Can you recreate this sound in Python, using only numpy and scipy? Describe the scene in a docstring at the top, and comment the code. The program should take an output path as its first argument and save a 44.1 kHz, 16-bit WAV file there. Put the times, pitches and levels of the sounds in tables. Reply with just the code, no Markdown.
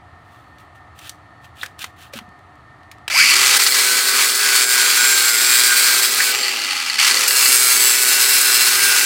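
"""Light metal clicks and slides: a caulking gun is turned over above a steel bench. Then a cordless
angle grinder is picked up, whines up to speed and cuts the gun's metal barrel twice, rasping and
squealing. Between the cuts the trigger is let go and the slack gears coast, rattling. One spindle
speed drives the gears, the motor hum and the rasp of the wheel's rim. The sound is close and mono,
with short echoes and the quiet hum of a distant machine behind."""
import sys
import numpy as np
from scipy import signal
from scipy.fft import rfft, irfft
from scipy.io import wavfile
from scipy.ndimage import uniform_filter1d, minimum_filter1d

SR = 44100
rng = np.random.default_rng(int(sys.argv[2]) if len(sys.argv) > 2 else 0)


def dump_mix(stems):
    """Bounce the given channels to the path in sys.argv[1] as a 16-bit WAV at rate SR."""
    frames = np.atleast_2d(stems).T  # one column per channel
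    limited = np.clip(frames, -1, 1)  # hard clip at full scale
    pcm = np.round(limited * 32767).astype(np.int16)
    wavfile.write(sys.argv[1], SR, pcm)


N = 399105
TIME, HZ = np.arange(N) / SR, np.fft.rfftfreq(N, 1 / SR)
FREE_SPEED, GEAR_RATIO = 129, 3.3  # unloaded spindle turns per s; motor turns per spindle turn


# Wheel on barrel: touch_s, lift_s, level_db, drift_db_per_s, steadiness (0-1), steadiness_loss_per_s
CUTS = [(3.553, 6.32, -26, 0.36, 0.82, 0.13), (7.274, 9.1, -20, -2.5, 0.88, 0.21)]
# Colour of the rasp, one list a cut: freq_hz, level_db
RASP_COLOURS = [
    [(530, -51), (900, -24), (1460, -3.5), (1720, -9), (2470, -7.5), (3040, -14.5), (4460, -0.5),
     (5680, -12.5), (7580, -5), (16000, -14)],
    [(530, -42), (900, -13.5), (1530, -2), (2790, -10), (3550, -7.5), (4460, 1.5), (6970, -8.5), (7770, -1),
     (16000, -7)],
]
# Resonances of wheel and barrel, one list a cut: pitch_hz, width_hz, boost_db
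CUT_MODES = [
    [(2423, 43, 8), (3300, 69, 11), (5200, 350, 6.5), (7770, 51, 0), (8210, 220, 5), (15000, 1100, 6.5)],
    [(2700, 350, 13.5), (4060, 94, 5), (5170, 230, 9), (6340, 350, 5.5), (6650, 68, 7), (7630, 1010, 7.5),
     (9540, 580, 6.5), (11300, 230, 5.5), (13000, 300, 4.5), (13200, 300, 6), (14900, 300, 9),
     (16400, 600, 6)],
]
# Ring of the flexing wheel: spindle_multiple, level_db
WHEEL_TONES = [(12, 0), (13, -2.5), (18, -6), (22, -35)]

def cut(row, spectrum, modes, turns, sag, grip, bite_db, flex_db):
    """The same grit scrapes past every turn, loose grit hisses, and the rim's high spots press harder."""
    touch, lift, level_db, drift_db_per_s, _, _ = row
    high_spots_db = 2 * rim(turns, lasting_turns=18, harmonics=9)
    pressure = unit(amp(high_spots_db + 1.94 * np.sin(2 * np.pi * turns) + 1.45 * wander(70)))
    boost_db = sum(db * resonance(HZ, hz, width) for hz, width, db in modes)
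    body = shape(spectrum) * amp(boost_db)
    hiss = colour(rng.standard_normal(N) * pressure, body, band_hz=(9000, 16000))
    scrape = colour(rim(turns, lasting_turns=36, harmonics=176) * pressure, body)
    rasp = np.sqrt(grip) * np.std(hiss) * unit(scrape) + np.sqrt(1 - grip) * hiss
    rasp *= amp(level_db + drift_db_per_s * (TIME - touch) + 0.3757 * sag + bite_db)
    # the wheel flexes in step with its turning, more under load, shaken by the cut
    ring = tones(turns, WHEEL_TONES) * amp(-40 + 1.7551 * sag + flex_db + wander(120))
    return (rasp + ring) * during(touch, lift, 0.0048)


def rim(turns, lasting_turns, harmonics, points=1024):
    """Roughness of the rim passing the cut: it repeats each turn and slowly wears into a new shape."""
    keep = np.exp(-1 / lasting_turns)
    fresh = rng.standard_normal((points, harmonics, 2)) @ [1, 1j]  # one spectrum a turn
    fresh[:, 0] = 0
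    worn = signal.lfilter([1], [1, -keep], fresh, axis=0)
    profile = irfft(worn, points).ravel()
    return unit(np.interp(turns * points, np.arange(len(profile)), profile))


def groove_grip(row, speeds, settle_s=0.21):
    """How steadily the wheel sits in its groove: it settles quickly, then loosens as the cut deepens."""
    touch, _, _, _, steadiness, loss_per_s = row
    grip = np.clip(steadiness - loss_per_s * (TIME - touch), 0, .95)
    return grip * during(speeds[0][0], speeds[-1][0], settle_s)


# Swells of the wheel's squeal: start_s, peak_s, end_s, level_db
SQUEALS = [(4.604, 5.12, 5.6, -25), (5.4, 5.6, 7, -32), (7.28, 7.4, 8.1, -36)]
# Harmonics that the barrel picks out: spindle_multiple, level_db
BARREL_TONES = [(18, -4), (22, 4), (33, -7), (35, -4), (41, -1), (50, -6), (53, -6), (75, -5)]
# The barrel sings in the second cut, entering past its peak: start_s, peak_s, end_s, level_db
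BARREL_SWELL = (7.28, 6.5, 8, -27.5)

def squeal_and_sing(turns, speed, mode_hz=7550, width_hz=220):
    """Rim harmonics squeal as they slide through the wheel's high mode; the barrel sings on others."""
    squeal = sum(tones(turns, [(k, 0)], waver_db=2.5) * resonance(k * speed, mode_hz, width_hz)
                 for k in range(58, 66))
    squeal *= sum(swell(*row, depth_db=7) for row in SQUEALS)
    singing = tones(turns, BARREL_TONES, waver_db=2.5) * swell(*BARREL_SWELL, depth_db=19)
    return (squeal + singing) * amp(2.5 * wander(110))


# Bright snaps late in the first cut: start_s, peak_db
SNAPS = [(6.074, -8), (6.093, -12), (6.116, -12), (6.125, -12), (6.146, -7), (6.181, -14)]

def grit_snaps():
    """Loose grit snaps as the wheel skips out of its groove."""
    return place((s, hit(db, hz=12500, t60=.01, octaves=0.72)) for s, db in SNAPS)


# Brief swells and dips in loudness: centre_s, half_length_s, rasp_db, gear_db, wheel_ring_db
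LEVEL_RIDES = [(3.398, 0.014, 0, -1.5, 0), (3.5, 0.11, 1, 1.5, 0), (3.57, 0.0099, 10, -2, 0),
               (3.585, 0.0063, -8, -15, 0), (3.641, 0.01, 8, -25, -9), (3.71, 0.019, 3, -20, 2),
               (3.903, 0.17, -1.5, 2.5, 8.5), (4.046, 0.028, -2.5, -3, -1), (4.21, 0.056, -2.5, 5, 3.5),
               (4.37, .04, -0.5, -3, 0), (4.509, 0.083, -5, 3.5, 4.5), (4.672, 0.024, -8, -5, 0),
               (4.806, .05, -4.5, 4, 5.5), (5.06, 0.11, -2, 2.5, 5.5), (5.328, 0.066, -2, -3, -7),
               (5.643, 0.056, 1.5, -2.5, -0.5), (5.73, 0.036, -3, 1, 6.5), (6.049, 0.021, 6, -0.5, 0),
               (6.119, 0.087, -6.5, -5, -24), (6.205, 0.017, -2, -1, 16), (6.293, 0.041, -1, -4.5, 6),
               (7.197, 0.1, -3, -2.5, 3), (7.282, 0.0073, 9, -14, 4), (7.32, 0.05, -2, -8, 0),
               (8, 0.063, -1.5, -2, -3), (8.2, 0.14, -1.5, 1, 1.5), (8.44, .06, 1, -2.5, 2),
               (8.73, .07, -1.5, 2, 2.5), (8.98, 0.1, -1.5, 1.5, 4)]

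def level_rides():
    """Rasp, gear rattle and wheel ring briefly swell and dip: one curve in dB for each."""
    return sum(np.outer(levels_db, pulse(s, half_s)) for s, half_s, *levels_db in LEVEL_RIDES)


# Pulls of the trigger: pressed_s, let_go_s, spin_up_strain (0-1)
TRIGGER = [(3.097, 6.42, 0.82), (6.981, 9.2, 0.4)]
# Spindle speed with the wheel in its groove, one list a cut: time_s, turns_per_s
LOADED_SPEEDS = [
    [(3.64, 127.8), (3.73, 126.8), (5.19, 121.2), (5.34, 118.3), (5.43, 122.0), (5.54, 121.4),
     (5.65, 123.2), (5.73, 121.6), (5.91, 122.4), (5.98, 121.3), (6.08, 121.9)],
    [(7.28, 127.9), (7.426, 126.3), (7.954, 123.6), (8.334, 123.0), (8.408, 123.9), (8.462, 122.0),
     (8.552, 123.8), (8.664, 122.6), (8.718, 123.2), (8.99, 121.6), (9.05, 120.7)],
]

def spindle(spin_up_s=.56, coast_s=.88, ease_off_s=0.24, bite_s=.08, recover_s=.35):
    """The motor speeds up while the trigger is held and coasts when let go; cutting drags it down."""
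    pull_speed, ease_span = 300, 77  # turns per s: the motor's aim; the last stretch, where strain eases
    free, strain, held, sag = np.zeros((4, N))
    for pressed, let_go, effort in TRIGGER:
        before = np.interp(pressed, TIME, free)
        powered_s = np.clip(TIME - pressed, 0, let_go - pressed)
        rise = pull_speed - (pull_speed - before) * np.exp(-powered_s / spin_up_s)
        governed = np.minimum(rise, FREE_SPEED)
        run_down = np.exp(-np.maximum(TIME - let_go, 0) / coast_s)
        free = np.where(TIME > pressed, governed * run_down, free)
        finger = during(pressed, let_go, 0.011) * np.clip((let_go - TIME) / ease_off_s, 0, 1)
        strain += effort * finger * np.clip((FREE_SPEED - free) / ease_span, 0, 1)
        held += finger
    for rows in LOADED_SPEEDS:
        loaded = curve([(rows[0][0] - bite_s, FREE_SPEED), *rows, (rows[-1][0] + recover_s, FREE_SPEED)])
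        sag += FREE_SPEED - loaded  # turns per s lost to the cut
    return free - sag, sag, np.clip(strain, 0, 1), held


# Colour of the gears speeding up, coasting and running free: freq_hz, level_db
STRAINING = [(560, -33.5), (950, -29), (1150, -13.5), (1820, -15), (2220, 2), (2560, -7), (3790, -20.5),
             (4740, -4), (5520, -12.5), (9400, -20.5), (15100, -28), (16000, -33)]
COASTING = [(410, -56), (700, -45), (819, 1), (922, -22.5), (1210, -4), (1710, -8), (2800, 3.5),
            (3690, -9.5), (4550, -2), (5760, -10), (14600, -38), (16000, -31)]
RUNNING = [(410, -32), (700, -24), (1090, -6.5), (1380, -3.5), (1680, -5.5), (2400, -1), (2770, -6),
           (4550, -4.5), (8210, -6), (16000, -20)]

def gearbox(turns, strain, held, grip, ride_db, seat_s=0.062, take_up_s=0.0085):
    """Teeth chatter in the housing: slack gears clack, loaded gears are pressed quiet."""
    labour = np.clip(1.44 * strain, 0, 1)
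    # the teeth stay loose for a moment after the trigger is pressed
    seated = held * (1 - sum(pulse(pressed, seat_s) for pressed, _, _ in TRIGGER))
    slack = np.clip(0.71 * (1 - seated) + 0.13 * seated * (1 - grip), 0, 1) * (1 - labour)
    flutter_db = 2 * wander(400) - 2.9 * slack * np.cos(2 * np.pi * (turns - .2))
    flutter_db += np.sin(2 * np.pi * GEAR_RATIO * turns)
    teeth = unit(rng.standard_normal(N) * amp(flutter_db))
    blend = [(labour, STRAINING), (slack, COASTING), (np.clip(1 - labour - slack, 0, 1), RUNNING)]
    chatter = sum(share * colour(teeth, shape(tone), band_hz=(1800, 3200)) for share, tone in blend)
    clacks = backlash(turns) * amp(-6 + 5 * slack)
    # the rattle dips while the motor takes up the slack
    take_up = sum(pulse(pressed - take_up_s, take_up_s) for pressed, _, _ in TRIGGER)
    level_db = -20.5 + 10.5 * strain - 5.5 * (1 - held) - 5 * take_up - 8 * grip + ride_db
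    return (chatter + clacks) * amp(level_db)


def backlash(turns, spread_db=4.5):
    """Loose teeth strike the housing about once a turn, each blow a little early or late."""
    count = int(turns[-1])
    late, force = rng.standard_normal((count, 2)).T
    samples = np.searchsorted(turns, np.arange(count) + .6 + .1 * late)
    strikes = np.zeros(N)
    strikes[np.minimum(samples, N - 1)] = amp(spread_db * np.clip(force, -2, 1.6))
    return unit(signal.oaconvolve(strikes, housing_ring())[:N])


# Modes of the gear housing: pitch_hz, level_db, t60_s
HOUSING_MODES = [(1280, -21, 0.058), (1993, 1, 0.033), (2900, -7, 0.057), (4670, -3, 0.019),
                 (4430, 7.5, 0.026), (4730, -2, 0.045), (7400, -5, 0.023), (8840, -1, 0.014)]

def housing_ring():
    """The small struck housing: its modes each die at their own speed and radiate no bass."""
    t = TIME[:2 ** 11]
    ring = sum(amp(db - 60 * t / t60) * np.sin(2 * np.pi * hz * t) for hz, db, t60 in HOUSING_MODES)
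    ring = signal.sosfilt(signal.butter(2, 1100, "high", fs=SR, output="sos"), ring)
    return ring / np.max(abs(ring))


# Hard accents, mostly from the gears, one as the wheel touches the barrel at 7.28 s: start_s, level_db
KNOCKS = [(3.6104, -14), (3.6244, -9), (3.6651, -4), (3.7224, -7), (6.4317, -10.5), (6.4818, -9),
          (6.7042, -16), (6.8992, -8.5), (6.9855, -20), (7.1116, -2), (7.1438, -7), (7.1717, -7),
          (7.2779, -21), (7.3088, -5), (7.4274, -11), (7.4584, -2)]

def gear_knocks(boost_db=3):
    """Single knocks ring the housing."""
    return place((s, amp(db + boost_db) * housing_ring()) for s, db in KNOCKS)


# Hum of the shafts: spindle_multiple, level_db
SHAFT_TONES = [(2, -56), (2.3, -57.5), (2.998, -46), (4.001, -46.5), (5, -59), (5.999, -68)]
# Low rush of the cooling air: freq_hz, level_db
FAN_COLOUR = [(100, -96), (190, -19), (250, 2), (330, -1), (600, -1.5), (800, 4), (1100, -13.5),
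              (2500, -28)]
# What the housing lets through of the whine: freq_hz, gain_db
WHINE_BAND = [(300, -46), (700, -12.5), (1100, -5.5), (1700, -4), (2200, -6), (2500, -11), (2750, -3),
              (2900, -9), (3200, -19)]

def motor(turns, speed, strain):
    """Unbalance and cooling air grow with speed; under strain the rotor growls and the windings whine."""
    pace = speed / FREE_SPEED
    hum = tones(turns, SHAFT_TONES) * pace ** 4
    rotor = tones(turns, [(GEAR_RATIO, -44)]) * pace ** 2 * amp(12 * strain)
    fan = colour(rng.standard_normal(N), shape(FAN_COLOUR)) * amp(-39.5) * pace ** 1.7
    whine_multiple = 9 * GEAR_RATIO  # nine pulses a motor turn
    housing = np.interp(whine_multiple * speed, HZ, shape(WHINE_BAND))
    whine = tones(turns, [(whine_multiple, -16)]) * np.sqrt(strain) * housing * amp(3.5 * wander(200))
    return hum + rotor + fan + whine


def windage(speed, level_db=-30, low_cut_hz=2400):
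    """Air hisses off the spinning wheel and dies away as it slows."""
    high_pass = 1 / np.hypot(1, (low_cut_hz / (HZ + 1)) ** 2)
    return colour(rng.standard_normal(N), high_pass) * amp(level_db) * (speed / FREE_SPEED) ** 4.1


# Clicks of the plunger, the grinder leaving the bench, the switch: start_s, peak_db, pitch_hz, t60_s
CLICKS = [(0.584, -36, 1810, 0.018), (0.9896, -29, 3020, 0.026), (1.0938, -18.5, 4320, 0.021),
          (1.4426, -36, 1810, 0.042), (1.6325, -16.5, 1900, 0.015), (1.6606, -23, 2370, 0.02),
          (1.791, -24.5, 3360, 0.025), (1.8418, -14.5, 1990, 0.024), (2.0253, -39, 3550, 0.02),
          (2.135, -22.5, 2300, 0.044), (2.158, -34, 3690, 0.02), (2.188, -18.5, 1690, 0.024),
          (2.29, -46, 3000, .015), (2.39, -52, 5000, .015), (2.555, -48, 5000, .012),
          (2.8325, -42, 2000, .015), (2.9836, -44, 1830, .015), (2.914, -27, 2820, 0.031),
          (3.0791, -9, 2180, 0.024), (3.0995, -9.5, 1930, 0.12)]
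# Low thuds and ringing metal taps, one during the first cut: start_s, peak_db, pitch_hz, t60_s
TAPS = [(.13, -44, 85, .1), (1.613, -23, 3700, .04), (1.632, -12, 1590, .022), (1.635, -40.5, 513, .06),
        (2.137, -29, 560, 0.046), (2.156, -31, 218, 0.093), (2.215, -37, 231, .1), (2.28, -40, 200, .08),
        (6.203, -6.5, 1800, 0.026)]

def clicks_and_taps():
    """Short blows: clicks ring a wide spread of modes, thuds and taps a narrow-pitched one."""
    clicks = place((s, hit(db, hz, t60, octaves=1.83)) for s, db, hz, t60 in CLICKS)
    taps = place((s, hit(db, hz, t60, octaves=0.16)) for s, db, hz, t60 in TAPS)
    return clicks + taps


def hit(peak_db, hz, t60, octaves, tail_db=-31.5, tail_t60=0.15, attack_s=0.00039):
    """A short blow rings a cluster of modes around one pitch, with a faint longer ring."""
    t = TIME[:2 ** 13]
    distance = np.log2((np.fft.rfftfreq(len(t), 1 / SR) + 1) / hz) / octaves
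    phases = np.exp(2j * np.pi * rng.random(len(distance)))
    modes = irfft(phases / (1 + distance ** 2) ** 1.9)
    decay = amp(-60 * t / t60) + amp(tail_db - 60 * t / tail_t60)
    sound = modes * decay * (1 - np.exp(-t / attack_s))
    return amp(peak_db) * sound / np.max(abs(sound))


# Slides of the plunger rod or the grinder: start_s, peak_s, end_s, level_db
SLIDES = [(.15, 0.348, 0.63, -56.5), (.58, .6, 0.67, -52), (0.743, 0.755, .81, -54),
          (0.948, 1.073, 1.114, -37), (1.407, 1.45, 1.5, -48), (1.55, 1.64, 1.67, -33.5),
          (1.78, 1.817, 1.87, -28), (1.956, 2.028, 2.1, -40.5), (2.12, 2.18, 2.186, -31)]
# Colour of the sliding metal: freq_hz, level_db
SLIDE_COLOUR = [(710, -56), (1200, -10), (1590, -2), (2110, -13), (2510, -0.5), (3430, -3), (5180, -13),
                (9210, -14.5), (13200, -19), (15000, -14), (16000, -25)]

def slides(trim_db=-1.5, grain_db=2):
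    """Metal slides on metal in small uneven slips."""
    slips = unit(rng.standard_normal(N) * amp(grain_db * wander(350)))
    strokes = sum(swell(*row, depth_db=19.5) for row in SLIDES)
    return colour(slips, shape(SLIDE_COLOUR)) * amp(trim_db) * strokes


def with_echoes(x, wet_db=-11.5, t60=0.16):
    """Bench and brick wall throw back a short spray of echoes."""
    t = TIME[:2 ** 13]
    echoes = rng.standard_normal(len(t)) * (rng.random(len(t)) < .04)
    echoes *= (t > .002) * amp(-60 * t / t60)
    return x + amp(wet_db) * signal.oaconvolve(x, echoes / np.linalg.norm(echoes))[:N]


# Drone behind the scene: pitch_hz, level_db
MACHINE_TONES = [(118.4, -63.5), (300, -63.5), (726.7, -57.5), (1276, -69), (1663, -68), (1814, -54.5),
                 (4400, -75)]

def distant_machine(trim_db=-1.5, width_hz=22, fuzz=0.63):
    """A distant machine hums on steady, slightly fuzzy tones."""
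    drone = np.zeros(N)
    for hz, db in MACHINE_TONES:
        phase = 2 * np.pi * hz * TIME
        tone = (1 + fuzz * wander(width_hz)) * np.sin(phase) + fuzz * wander(width_hz) * np.cos(phase)
        drone += amp(db + trim_db) * tone
    return drone


# Colour of the air bed: freq_hz, level_db
AIR_COLOUR = [(25, -33), (50, -10), (85, 6), (125, 1), (200, -8.5), (310, -6.5), (500, -14.5), (730, -3),
              (1000, -8.5), (1280, -1), (1550, -17.5), (1820, -6.5), (2400, -20.5), (4400, -26.5),
              (5200, -34), (9000, -37), (16000, -54)]
# Level ride of the air bed: time_s, gain_db
AIR_RIDE = [(3.55, 9.5), (3.75, -6.5), (8.5, -2), (8.8, 9)]

def air(base_db=-56):
    """Faint air noise around the bench; it drops at the first cut and comes back near the end."""
    return amp(base_db + curve(AIR_RIDE)) * colour(rng.standard_normal(N), shape(AIR_COLOUR))


def amp(db):
    """Decibels to gain."""
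    return 10 ** (np.asarray(db) / 20)


def unit(x):
    """Scales to rms 1."""
    return x / np.sqrt(np.mean(x ** 2) + 1e-20)


def curve(points):
    """Straight lines through (time_s, value) points, at every sample."""
    return np.interp(TIME, *np.transpose(points))


def during(start, end, fade_s):
    """A gate that fades in from start and out from end."""
    return np.clip(np.minimum(TIME - start, end + fade_s - TIME) / fade_s, 0, 1)


def pulse(centre_s, half_length_s):
    """A smooth bell of height 1."""
    return np.exp(-np.minimum(((TIME - centre_s) / half_length_s) ** 2, 20))


def swell(start, peak, end, db, depth_db):
    """A gain that grows to a peak and dies away."""
    contour_db = np.interp(TIME, [start, peak, end], [-depth_db, 0, -depth_db])
    return amp(db + contour_db) * during(start, end, 0.009)


def resonance(hz, centre_hz, width_hz):
    """A resonant peak of height 1."""
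    return 1 / (1 + (2 * (hz - centre_hz) / width_hz) ** 2)


def shape(points):
    """Gain at every frequency from (freq_hz, level_db) points."""
    hz, db = np.transpose(points)
    return amp(np.interp(np.log(HZ + 1), np.log(hz), db))


def colour(x, gain, band_hz=(0, SR)):
    """Filters x so that white noise of rms 1 comes out with rms 1 inside the band."""
    inside = (HZ >= band_hz[0]) & (HZ <= band_hz[1])
    return irfft(rfft(x) * gain / np.sqrt(np.mean(gain ** 2 * inside)), N)


def wander(rate_hz):
    """A random drift of rms 1."""
    knots = rng.standard_normal(4000)
    return unit(np.interp(TIME * rate_hz, np.arange(len(knots)), knots))


def tones(turns, partials, waver_db=2):
    """Sines locked to the spindle, each wavering in level."""
    sines = (amp(db + waver_db * wander(14)) * np.sin(2 * np.pi * (k * turns + rng.random()))
             for k, db in partials)
    return np.sqrt(2) * sum(sines)


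def place(events):
    """Mixes (start_s, sound) pairs onto one track."""
    track = np.zeros(N)
    for start_s, sound in events:
        part = track[round(start_s * SR):][:len(sound)]
        part += sound[:len(part)]
    return track


def scene():
    """The grinder follows its spindle and the load on its wheel; handling and background join it."""
    speed, sag, strain, held = spindle()
    turns = np.cumsum(speed * (1 + 0.00064 * wander(30))) / SR
    bite_db, gear_db, flex_db = level_rides()
    grips = [groove_grip(row, speeds) for row, speeds in zip(CUTS, LOADED_SPEEDS)]
    gears = gearbox(turns, strain, held, sum(grips), gear_db)
    meshing = np.clip(speed / 50, 0, 1)  # full voice from 50 turns per s
    grinder = meshing * (gears + motor(turns, speed, strain) + windage(speed))
    cutting = sum(cut(row, spectrum, modes, turns, sag, grip, bite_db, flex_db)
                  for row, spectrum, modes, grip in zip(CUTS, RASP_COLOURS, CUT_MODES, grips))
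    cutting += squeal_and_sing(turns, speed)
    close = cutting + grinder + clicks_and_taps() + grit_snaps() + gear_knocks() + slides()
    mono = with_echoes(close) + distant_machine() + air()
    return np.array([mono, mono])


def record(dry, ceiling=.95, top_hz=15950):
    """A fast limiter holds the peaks down; a steep low-pass trims the highest treble."""
    allowed = ceiling / np.maximum(abs(dry[0]), ceiling)
    limited = dry * uniform_filter1d(minimum_filter1d(allowed, size=61), size=61)
    low_pass = signal.firwin(511, top_hz, window=("kaiser", 9), fs=SR)
    return signal.oaconvolve(limited, low_pass[None], "same")


dry = scene()
out = record(dry)
dump_mix(out)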